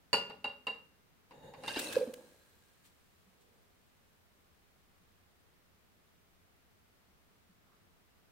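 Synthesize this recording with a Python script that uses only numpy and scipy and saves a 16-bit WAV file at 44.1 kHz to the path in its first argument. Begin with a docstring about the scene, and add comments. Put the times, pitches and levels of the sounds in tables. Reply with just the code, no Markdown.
"""Two small glasses are emptied onto powder in two tall jars, heard close in a quiet, fairly live room.
First the glasses clink on the rims, and each impact sets the glass ringing in its natural modes.
Thin streams then trickle in and excite the air in the jars. The full pour follows, splashing and
trapping air that oscillates in chirps and gulps. Last, foam shoots up with a hiss of bursting
bubbles and settles to a faint fizz as the reaction slows."""
import sys
import numpy as np
from scipy import signal
from scipy.fft import rfft, irfft, next_fast_len
from scipy.io import wavfile

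SR = 44100
rng = np.random.default_rng(int(sys.argv[2]) if len(sys.argv) > 2 else 0)


def wrap_up_sound(samples):
    """Save the sound to the file named by the first command line argument, as 16-bit audio."""
    columns = np.atleast_2d(samples).T
    # keep every value between -1 and 1, then stretch to whole-number steps
    tamed = np.clip(columns, -1, 1)
    steps = np.round(tamed * 32767).astype(np.int16)
    wavfile.write(sys.argv[1], SR, steps)


N = 366471
T = np.arange(N) / SR

# Spectra of the room's air, its hiss and its reflections: frequency_hz, relative_density_db
AIR_SPECTRUM = [(12, -28), (20, 1.5), (22, -11.5), (27, -13), (91, -1), (119, -11.5), (145, -8.5),
                (195, -8), (318, -14), (435, -12), (512, -16), (700, -20.5), (910, -47), (1540, -120)]
HISS_SPECTRUM = [(400, -7.5), (700, 0.5), (1200, 0.5), (2000, -2), (4000, -7), (7000, -12), (10800, -14),
                 (13500, -10.5), (16000, -11)]
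WALL_SPECTRUM = [(100, -5.0), (300, -3.5), (550, 3), (1500, -5.5), (4000, -0.5), (12000, -1.5)]
# Reverberation time: frequency_hz, t60_s
REVERB_TIMES = [(150, 0.89), (500, 0.23), (1500, .45), (4000, 0.36), (12000, 0.27)]
# Left-right correlation of background, near sounds and impacts: frequency_hz, correlation
AIR_COHERENCE = [(60, -0.077), (180, 0.2615), (550, 0.11), (1650, -0.02), (4970, -0.1), (15000, -0.094)]
NEAR_COHERENCE = [(200, 0.95), (600, 0.78), (1200, 0.21), (3000, 0.26), (12000, .1)]
KNOCK_COHERENCE = [(200, 1), (550, 0.68), (1000, .5), (3000, 0.092)]

# A glass touches a rim: start_s, left_ring_db, right_ring_db, knock_db
RIM_CLINKS = [(0.13, -25, -44.5, -27), (.298, -58, -49.5, -47.5), (0.4428, -46.5, -33, -40),
              (0.6687, -53.5, -32, -39)]
# Liquid slaps a jar: start_s, right_ring_db, knock_db
LIQUID_SLAPS = [(1.309, -74, -56), (1.537, -67.5, -52), (1.636, -53, -46.5), (1.6785, -42, -39),
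                (1.76, -44, -44)]
# Modes of each glass with its jar: pitch_hz, level_db, t60_s, left_over_right_db
LEFT_GLASS_MODES = [(553, -6, 0.18, -2), (818, -7, .2, -0.5), (1430, -17, 0.4, 0.5), (1950, -20, .22, 1.5),
                    (2790, 0, .33, 6), (2862, -4, .25, 0), (4514, 2, .11, -10), (4556, -2, .1, -5),
                    (4610, -7, .18, 0), (4982, -16, .26, 0), (4020, -20.5, .25, -9.5),
                    (4050, -16.5, .18, -2), (7250, -14, .09, 8.5), (7365, -13, .09, 9.5),
                    (9000, -18.5, 0.11, 16), (10480, -19.5, 0.14, 13.5), (12200, -24, 0.16, 3.5)]
RIGHT_GLASS_MODES = [(1013, -13.5, 0.17, 2.5), (1380, -25.5, 0.14, 0.5), (1726, -22, 0.22, 0.5),
                     (2200, -18.5, 0.099, -0.5), (2738, -14, .12, -1), (2778, 0, .28, 0),
                     (2806, -2, .28, -6), (3852, -12, .15, -4), (3908, -15, .14, -4),
                     (4530, -23.5, 0.21, -0.5), (4590, -18, 0.17, 0), (7000, -27.5, .15, 0),
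                     (8700, -29, .15, -2.5), (10740, -32, .13, -6.5), (12325, -29.5, .13, 8.5)]
# Dull knock of jar and table, and tick of the contact: frequency_hz, relative_density_db
KNOCK_SPECTRUM = [(70, -25), (140, -12), (250, -3.5), (345, -14.5), (450, -3), (570, -1.5), (690, -13.5),
                  (800, 1.5), (950, -2), (1250, -8.5), (2700, -12.5), (3500, -23), (4700, -17.5),
                  (6000, -38), (15000, -55.5)]
TICK_SPECTRUM = [(500, -14), (2500, 0.5), (5000, 0), (6200, -4.5), (7400, -2), (11000, -6.5), (16000, -17)]

# Air modes of the empty jars, filled jars and space above the foam: pitch_hz, width_hz, relative_db
EMPTY_JAR_MODES = [(150, 69, -6.5), (254, 120, -8), (503, 81, -0.5), (854, 120, -7), (1750, 370, -18.5),
                   (2840, 84, -16), (3750, 160, -15), (4450, 250, -26), (6900, 520, -23),
                   (9100, 830, -26.5), (12900, 2300, -26.5)]
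FILLED_JAR_MODES = [(1615, 64, -4.5), (2764, 70, 2.5), (3960, 200, -12.5)]
HEADSPACE_MODES = [(503, 35, -2.5), (1624, 70, 0), (4070, 30, -3.5), (7300, 150, -18), (12600, 780, -20)]
# Small bubbles in the splash, and large soft ones: start_s, pitch_hz, peak_db
BUBBLE_CHIRPS = [(1.678, 3610, -35.5), (1.758, 3980, -38.5), (1.772, 4910, -41), (1.864, 3950, -40),
                 (1.884, 4204, -44), (1.955, 1649, -41)]
BUBBLE_PLOPS = [(1.762, 347, -39), (2.07, 253.5, -39), (3.267, 202.5, -65.5), (5.002, 190, -69),
                (7.489, 195, -61.5)]
# The air above the foam gulps: start_s, peak_db, swell_s
AIR_GULPS = [(1.9656, -17, .0052), (1.993, -32.5, .0045), (2.009, -26, .006), (2.021, -28, 0.011),
             (2.062, -39.5, 0.0082), (2.092, -40.5, 0.0072), (2.131, -41.5, .008), (2.176, -50.5, 0.015),
             (2.233, -58.5, 0.0076)]
# Soft gurgles in the foam: start_s, level_db, swell_s, pitch_hz, width_hz
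FOAM_GURGLES = [(3.25, -75, 0.22, 445, 90), (7.62, -75.5, 0.095, 1120, 250)]

# Spectra of foam, pool, splash and spray: frequency_hz, relative_density_db
FIZZ_SPECTRUM = [(600, -7.5), (1500, 1.5), (4000, 2.5), (5500, -2.5), (8000, 1.5), (11000, -3.5),
                 (13000, -4.5), (16000, -3)]
CHURN_SPECTRUM = [(50, -25), (110, -16.5), (160, -13), (260, -3.5), (340, -2.5), (400, -7), (540, -2),
                  (700, -11), (920, -11), (1300, -19.5), (2500, -38)]
SPLASH_SPECTRUM = [(600, -15), (900, -3.5), (1300, -9.5), (1570, -1), (2000, -9.5), (2600, 2.5),
                   (3300, -2.5), (4000, -2), (5200, -3.5), (7000, -15.5), (10000, -35)]
SPRAY_SPECTRUM = [(2940, -29), (5000, -16.5), (5350, -5.5), (5780, 0.5), (6740, -7.5), (9040, 4),
                  (11200, -9), (14400, -11), (15800, -19)]
# A slug of liquid lands: start_s, churn_db, splash_db
LIQUID_SURGES = [(1.68, -61, -53.5), (1.761, -42, -46.5), (1.955, -42, -58.5)]
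# Bursts of spray and foam: start_s, level_db, swell_s
FOAM_SPITS = [(1.788, -34.5, 0.0075), (1.841, -42, 0.0033), (1.922, -40.5, 0.0079), (1.973, -48, .002),
              (2.136, -46.5, 0.004), (2.834, -64, 0.024), (3.40, -71, 0.017)]

TRICKLE_START_S, POUR_START_S, POUR_FULL_S, POUR_END_S = 1.32, 1.68, 1.765, 1.945


def from_db(db):
    """Amplitude grows tenfold for every 20 dB."""
    return 10 ** (np.asarray(db) / 20)


def unit_rms(x):
    """Normalisation to unit mean power."""
    return x / np.sqrt(np.mean(x ** 2) + 1e-20)


def at_hz(points, hz):
    """Interpolation on a logarithmic frequency axis."""
    points = np.array(points)
    return np.interp(np.log(np.maximum(hz, 1)), np.log(points[:, 0]), points[:, 1])


def pan(db):
    """Constant-power panning by a left-right level difference."""
    return unit_rms(from_db([[db / 2], [-db / 2]]))


def add(out, start_s, sound):
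    """Superposition: a sound adds to the mix from its start time."""
    at = int(start_s * SR)
    out[:, at:at + sound.shape[-1]] += sound[..., :N - at]


def swell(t, rise_s):
    """A Rayleigh-shaped envelope reaches 1 at `rise_s` and dies soon after."""
    u = np.maximum(t, 0) / rise_s
    return u * np.exp((1 - u * u) / 2)


def hold(start_s, end_s, fall_db_per_s, rise_db_per_s=300):
    """Exponential growth to 1 at `start_s`, and exponential decay from `end_s`."""
    before, after = np.maximum(start_s - T, 0), np.maximum(T - end_s, 0)
    return from_db(-rise_db_per_s * before - fall_db_per_s * after) + 1e-12


def colour(pair, spectrum, coherence=NEAR_COHERENCE):
    """Mid-side filtering gives two independent signals a spectrum and a correlation; rms 1."""
    size = next_fast_len(pair.shape[1])
    hz = np.fft.rfftfreq(size, 1 / SR)
    alike = np.clip(at_hz(coherence, hz), -1, 1)
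    mid, side = rfft(pair, size) * from_db(at_hz(spectrum, hz))
    stereo = np.sqrt(1 + alike) * mid + np.sqrt(1 - alike) * side * [[1], [-1]]
    return unit_rms(irfft(stereo, size)[:, :pair.shape[1]])


def grains(per_s, spread_db):
    """Shot noise: tiny collapses at random times, a few much larger than the rest."""
    sizes = from_db(spread_db * np.minimum(rng.exponential(1, N), 4))
    return unit_rms((rng.random(N) < per_s / SR) * sizes * rng.standard_normal((2, N)))


def resonate(x, hz, width_hz):
    """A damped resonator passes one band, with gain 1 at its peak."""
    r = np.exp(-np.pi * width_hz / SR)
    feedback = [1, -2 * r * np.cos(2 * np.pi * hz / SR), r * r]
    return signal.lfilter(np.array([1, 0, -1]) * (1 - r * r) / 2, feedback, x)


def air_modes(modes, pitch_ratio=1):
    """Narrow resonances under random excitation give wavering tones; rms 1."""
    out, warped_s = 0, np.cumsum(pitch_ratio * np.ones(N)) / SR
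    for hz, width_hz, db in modes:
        r = np.exp(-2 * np.pi * .8 * width_hz / SR)
        in_phase, quadrature = signal.lfilter([1], [1, -2 * r, r * r], rng.random((2, 2, N)) - .5)
        phase = 2 * np.pi * hz * warped_s
        mid, side = unit_rms(in_phase * np.cos(phase) + quadrature * np.sin(phase))
        alike = np.clip(at_hz(NEAR_COHERENCE, hz), 0, 1)
        stereo = np.sqrt(1 + alike) * mid + np.sqrt(1 - alike) * side * [[1], [-1]]
        out = out + from_db(db) * np.sqrt(width_hz) * stereo
    return unit_rms(out)


def background():
    """Stationary noise: low room air, a broadband hiss and a narrowband whine."""
    air = colour(rng.standard_normal((2, N)), AIR_SPECTRUM, AIR_COHERENCE)
    hiss = colour(rng.standard_normal((2, N)), HISS_SPECTRUM, AIR_COHERENCE)
    whine = air_modes([(9470, 180, 0)])
    return from_db(-71) * (air + hiss) + from_db(-93) * whine


def reverberation(x):
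    """Dense reflections arrive after 7 ms and decay exponentially, most slowly in the bass."""
    t, edges_hz = T[:SR * 3 // 4], np.geomspace(60, 16000, 9)
    tail = 0
    for low, high in zip(edges_hz, edges_hz[1:]):
        bandpass = signal.butter(2, [low, high], "band", fs=SR, output="sos")
        band = signal.sosfilt(bandpass, rng.standard_normal((2, len(t))))
        tail = tail + band * from_db(-60 * t / at_hz(REVERB_TIMES, np.sqrt(low * high)))
    onset = np.clip(t / .014 - .5, 0, 1)
    response = colour(tail * onset, WALL_SPECTRUM) / np.sqrt(len(t))
    return signal.fftconvolve(x, response, axes=1)[:, :N]


def foam(peak_s=2.2, build_s=.5, slowing_s=.4):
    """Bursting bubbles make shot noise that thins by a power law; resonant bands of it gurgle."""
    build = np.clip(1 + (T - peak_s) / build_s, 0, 1)
    vigour = build * (1 + np.maximum(T - peak_s, 0) / slowing_s) ** -.62
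    out = from_db(-73.5) * vigour * colour(grains(10000 * vigour, 2.5), FIZZ_SPECTRUM)
    for start_s, db, rise_s, hz, width_hz in FOAM_GURGLES:
        gurgle = unit_rms(resonate(grains(800, 1.5), hz, width_hz))
        out += from_db(db) * swell(T - start_s, rise_s) * gurgle
    return out


def glass_ring(modes, tilt_db_per_octave, t):
    """Free vibration of struck glass: close pairs of damped modes beat as they decay."""
    out = 0
    for hz, db, t60_s, side_db in modes:
        gain = from_db(db + tilt_db_per_octave * np.log2(hz / 2800)) * pan(side_db)
        out = out + gain * from_db(-60 * t / t60_s) * np.sin(2 * np.pi * hz * t)
    return out


def impacts():
    """Impulsive excitation: glass or liquid gives a tick, a knock and a ring, brighter when harder."""
    rings, knocks, t = np.zeros((2, N)), np.zeros((2, N)), T[:SR // 2]
    t_left = np.maximum(t - [[0], [.00005]], 0)   # the left jar reaches the right ear later
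    clinks = [(*clink, -31) for clink in RIM_CLINKS]
    slaps = [(start_s, db - 6.5, db, knock_db, -48) for start_s, db, knock_db in LIQUID_SLAPS]
    for start_s, left_db, right_db, knock_db, bright_above_db in clinks + slaps:
        tilt = .39 * (knock_db - bright_above_db)   # dB per octave
        left = from_db(left_db) * glass_ring(LEFT_GLASS_MODES, tilt, t_left)
        right = from_db(right_db) * glass_ring(RIGHT_GLASS_MODES, tilt, t)
        add(rings, start_s, (left + right) * (1 - np.exp(-t / .0018)))
        knock = colour(rng.standard_normal((2, len(t))), KNOCK_SPECTRUM, KNOCK_COHERENCE)
        knock *= .94 * np.exp(-t / .015) + .52 * swell(t - .004, .008)   # builds through jar and table
        tick = colour(rng.standard_normal((2, len(t))), TICK_SPECTRUM, KNOCK_COHERENCE)
        tick *= np.exp(-t / .0044) + .062 * np.exp(-t / .023)
        add(knocks, start_s, from_db(knock_db) * (knock + from_db(-7.5 + .99 * tilt) * tick))
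    return rings, knocks


def trickle(growth_db_per_s=15):
    """Cavity resonance: thin, uneven streams excite the air in the empty jars, the treble less."""
    steps_s = np.linspace(0, T[-1], 400)
    stutter = unit_rms(from_db(3.5 * np.interp(T, steps_s, rng.standard_normal(len(steps_s)))))
    level_db = -59 + growth_db_per_s * (np.minimum(T, POUR_START_S) - TRICKLE_START_S)
    running = hold(TRICKLE_START_S, POUR_START_S, fall_db_per_s=170, rise_db_per_s=700)
    air = signal.lfilter(*signal.butter(1, 4500, fs=SR), air_modes(EMPTY_JAR_MODES))
    return from_db(level_db) * running * stutter * air


def gas_filled_jars(flow, sag_octaves_per_s=.6, sag_s=.2):
    """Cavity modes follow the speed of sound: gas fills the jars and lowers their pitch."""
    pitch_ratio = 2 ** (-sag_octaves_per_s * np.clip(T - POUR_FULL_S, 0, sag_s))
    return from_db(-49.5) * flow ** 1.4 * air_modes(FILLED_JAR_MODES, pitch_ratio)


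def headspace(climb_end_s=2.42):
    """The cavity above the foam resonates as the pour ends, then faintly while the foam climbs."""
    after_pour = from_db(-52) * hold(POUR_END_S, POUR_END_S, fall_db_per_s=125)
    climb = from_db(-75) * hold(POUR_END_S, climb_end_s, fall_db_per_s=25.5)
    return (after_pour + climb) * air_modes(HEADSPACE_MODES)


def air_pocket(hz, db, rise_s, octaves_per_s, side_db):
    """Enclosed air acts as a spring and oscillates in a short, gliding tone."""
    t = T[:SR // 10]
    phase = 2 * np.pi * np.cumsum(hz * 2 ** (octaves_per_s * t)) / SR
    return from_db(db) * pan(side_db) * swell(t, rise_s) * np.sin(phase)


def trapped_air():
    """Air pockets resonate, the larger the lower: plinks under the slaps, chirps, gulps and plops."""
    out = np.zeros((2, N))
    for start_s, _, knock_db in LIQUID_SLAPS:
        hz = 893 * rng.uniform(.81, 1.2)
        add(out, start_s, air_pocket(hz, knock_db + 4.5, rise_s=.0034, octaves_per_s=1.5, side_db=-4))
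    for start_s, hz, db in BUBBLE_CHIRPS:
        add(out, start_s, air_pocket(hz, db, rise_s=.0049, octaves_per_s=2.5, side_db=-1))
    for start_s, db, rise_s in AIR_GULPS:
        add(out, start_s, air_pocket(506, db, rise_s, octaves_per_s=.3, side_db=-4))
    for start_s, hz, db in BUBBLE_PLOPS:
        add(out, start_s, air_pocket(hz, db, rise_s=3.2 / hz, octaves_per_s=-4.5, side_db=-1.5))
    return out


def bubble_cloud(low_hz, high_hz, decay_cycles, count, start_s=1.6, span_s=.6):
    """Entrained bubbles ring as damped oscillators and rise in pitch; rms 1 while they last."""
    out, t = np.zeros((2, N)), T[:SR // 25]
    for when, height, softness, side, rise in rng.random((count, 5)):
        hz = low_hz * (high_hz / low_hz) ** height
        age = t * hz / decay_cycles
        chirp = np.sin(2 * np.pi * hz * t * (1 + .039 * rise * np.minimum(age, 5)))
        gain = from_db(-14 * softness) * pan(16 * (side - .5))
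        add(out, start_s + when * span_s, gain * np.exp(-age) * chirp)
    return unit_rms(out) * np.sqrt(span_s / T[-1])


def pour(flow, surge_decay_s=.035):
    """Impact and air entrainment: the streams churn the pool, splash on the glass and throw spray."""
    churn = from_db(-49) * hold(POUR_FULL_S, POUR_END_S, fall_db_per_s=57, rise_db_per_s=129)
    splash = from_db(-53) * flow
    for start_s, churn_db, splash_db in LIQUID_SURGES:
        surge = (T >= start_s) * np.exp(-np.abs(T - start_s) / surge_decay_s)
        churn += from_db(churn_db) * surge
        splash += from_db(splash_db) * surge
    spray = from_db(-56) * flow
    spray += from_db(-55) * swell(T - POUR_FULL_S, .058)   # the soaked powder foams
    spray += from_db(-69) * hold(POUR_END_S, POUR_END_S, fall_db_per_s=35)   # fresh foam spits on
    spits = sum(from_db(db) * swell(T - start_s, rise_s) for start_s, db, rise_s in FOAM_SPITS)
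    out = churn * colour(grains(1200, 1.3), CHURN_SPECTRUM)
    bubbles = bubble_cloud(low_hz=1500, high_hz=5400, decay_cycles=18, count=170)
    mist = bubble_cloud(low_hz=5500, high_hz=14000, decay_cycles=30, count=350)
    out += splash * (colour(grains(3000, 5.6), SPLASH_SPECTRUM) + .95 * bubbles)
    out += spray * (colour(grains(9000, 1.8), SPRAY_SPECTRUM) + .5 * mist)
    return out + spits * colour(grains(16000, 1.5), FIZZ_SPECTRUM)


def scene():
    """Direct sound and reverberation superpose on the fizz and the background."""
    rings, knocks = impacts()
    flow = hold(POUR_START_S, POUR_END_S, fall_db_per_s=150.5)   # strength of the full streams
    liquid = pour(flow) + trickle() + gas_filled_jars(flow) + headspace()
    pockets = trapped_air()
    to_room = from_db(-15.5) * rings + from_db(-8) * knocks
    to_room += from_db(-12.5) * liquid + from_db(-17.5) * pockets
    return rings + knocks + liquid + pockets + reverberation(to_room) + foam() + background()


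def record(dry):
    """Band limiting: a steep low-pass filter cuts the treble above 15.8 kHz."""
    return signal.sosfilt(signal.ellip(12, .1, 70, 15800, fs=SR, output="sos"), dry)


dry = scene()
out = record(dry)
wrap_up_sound(out)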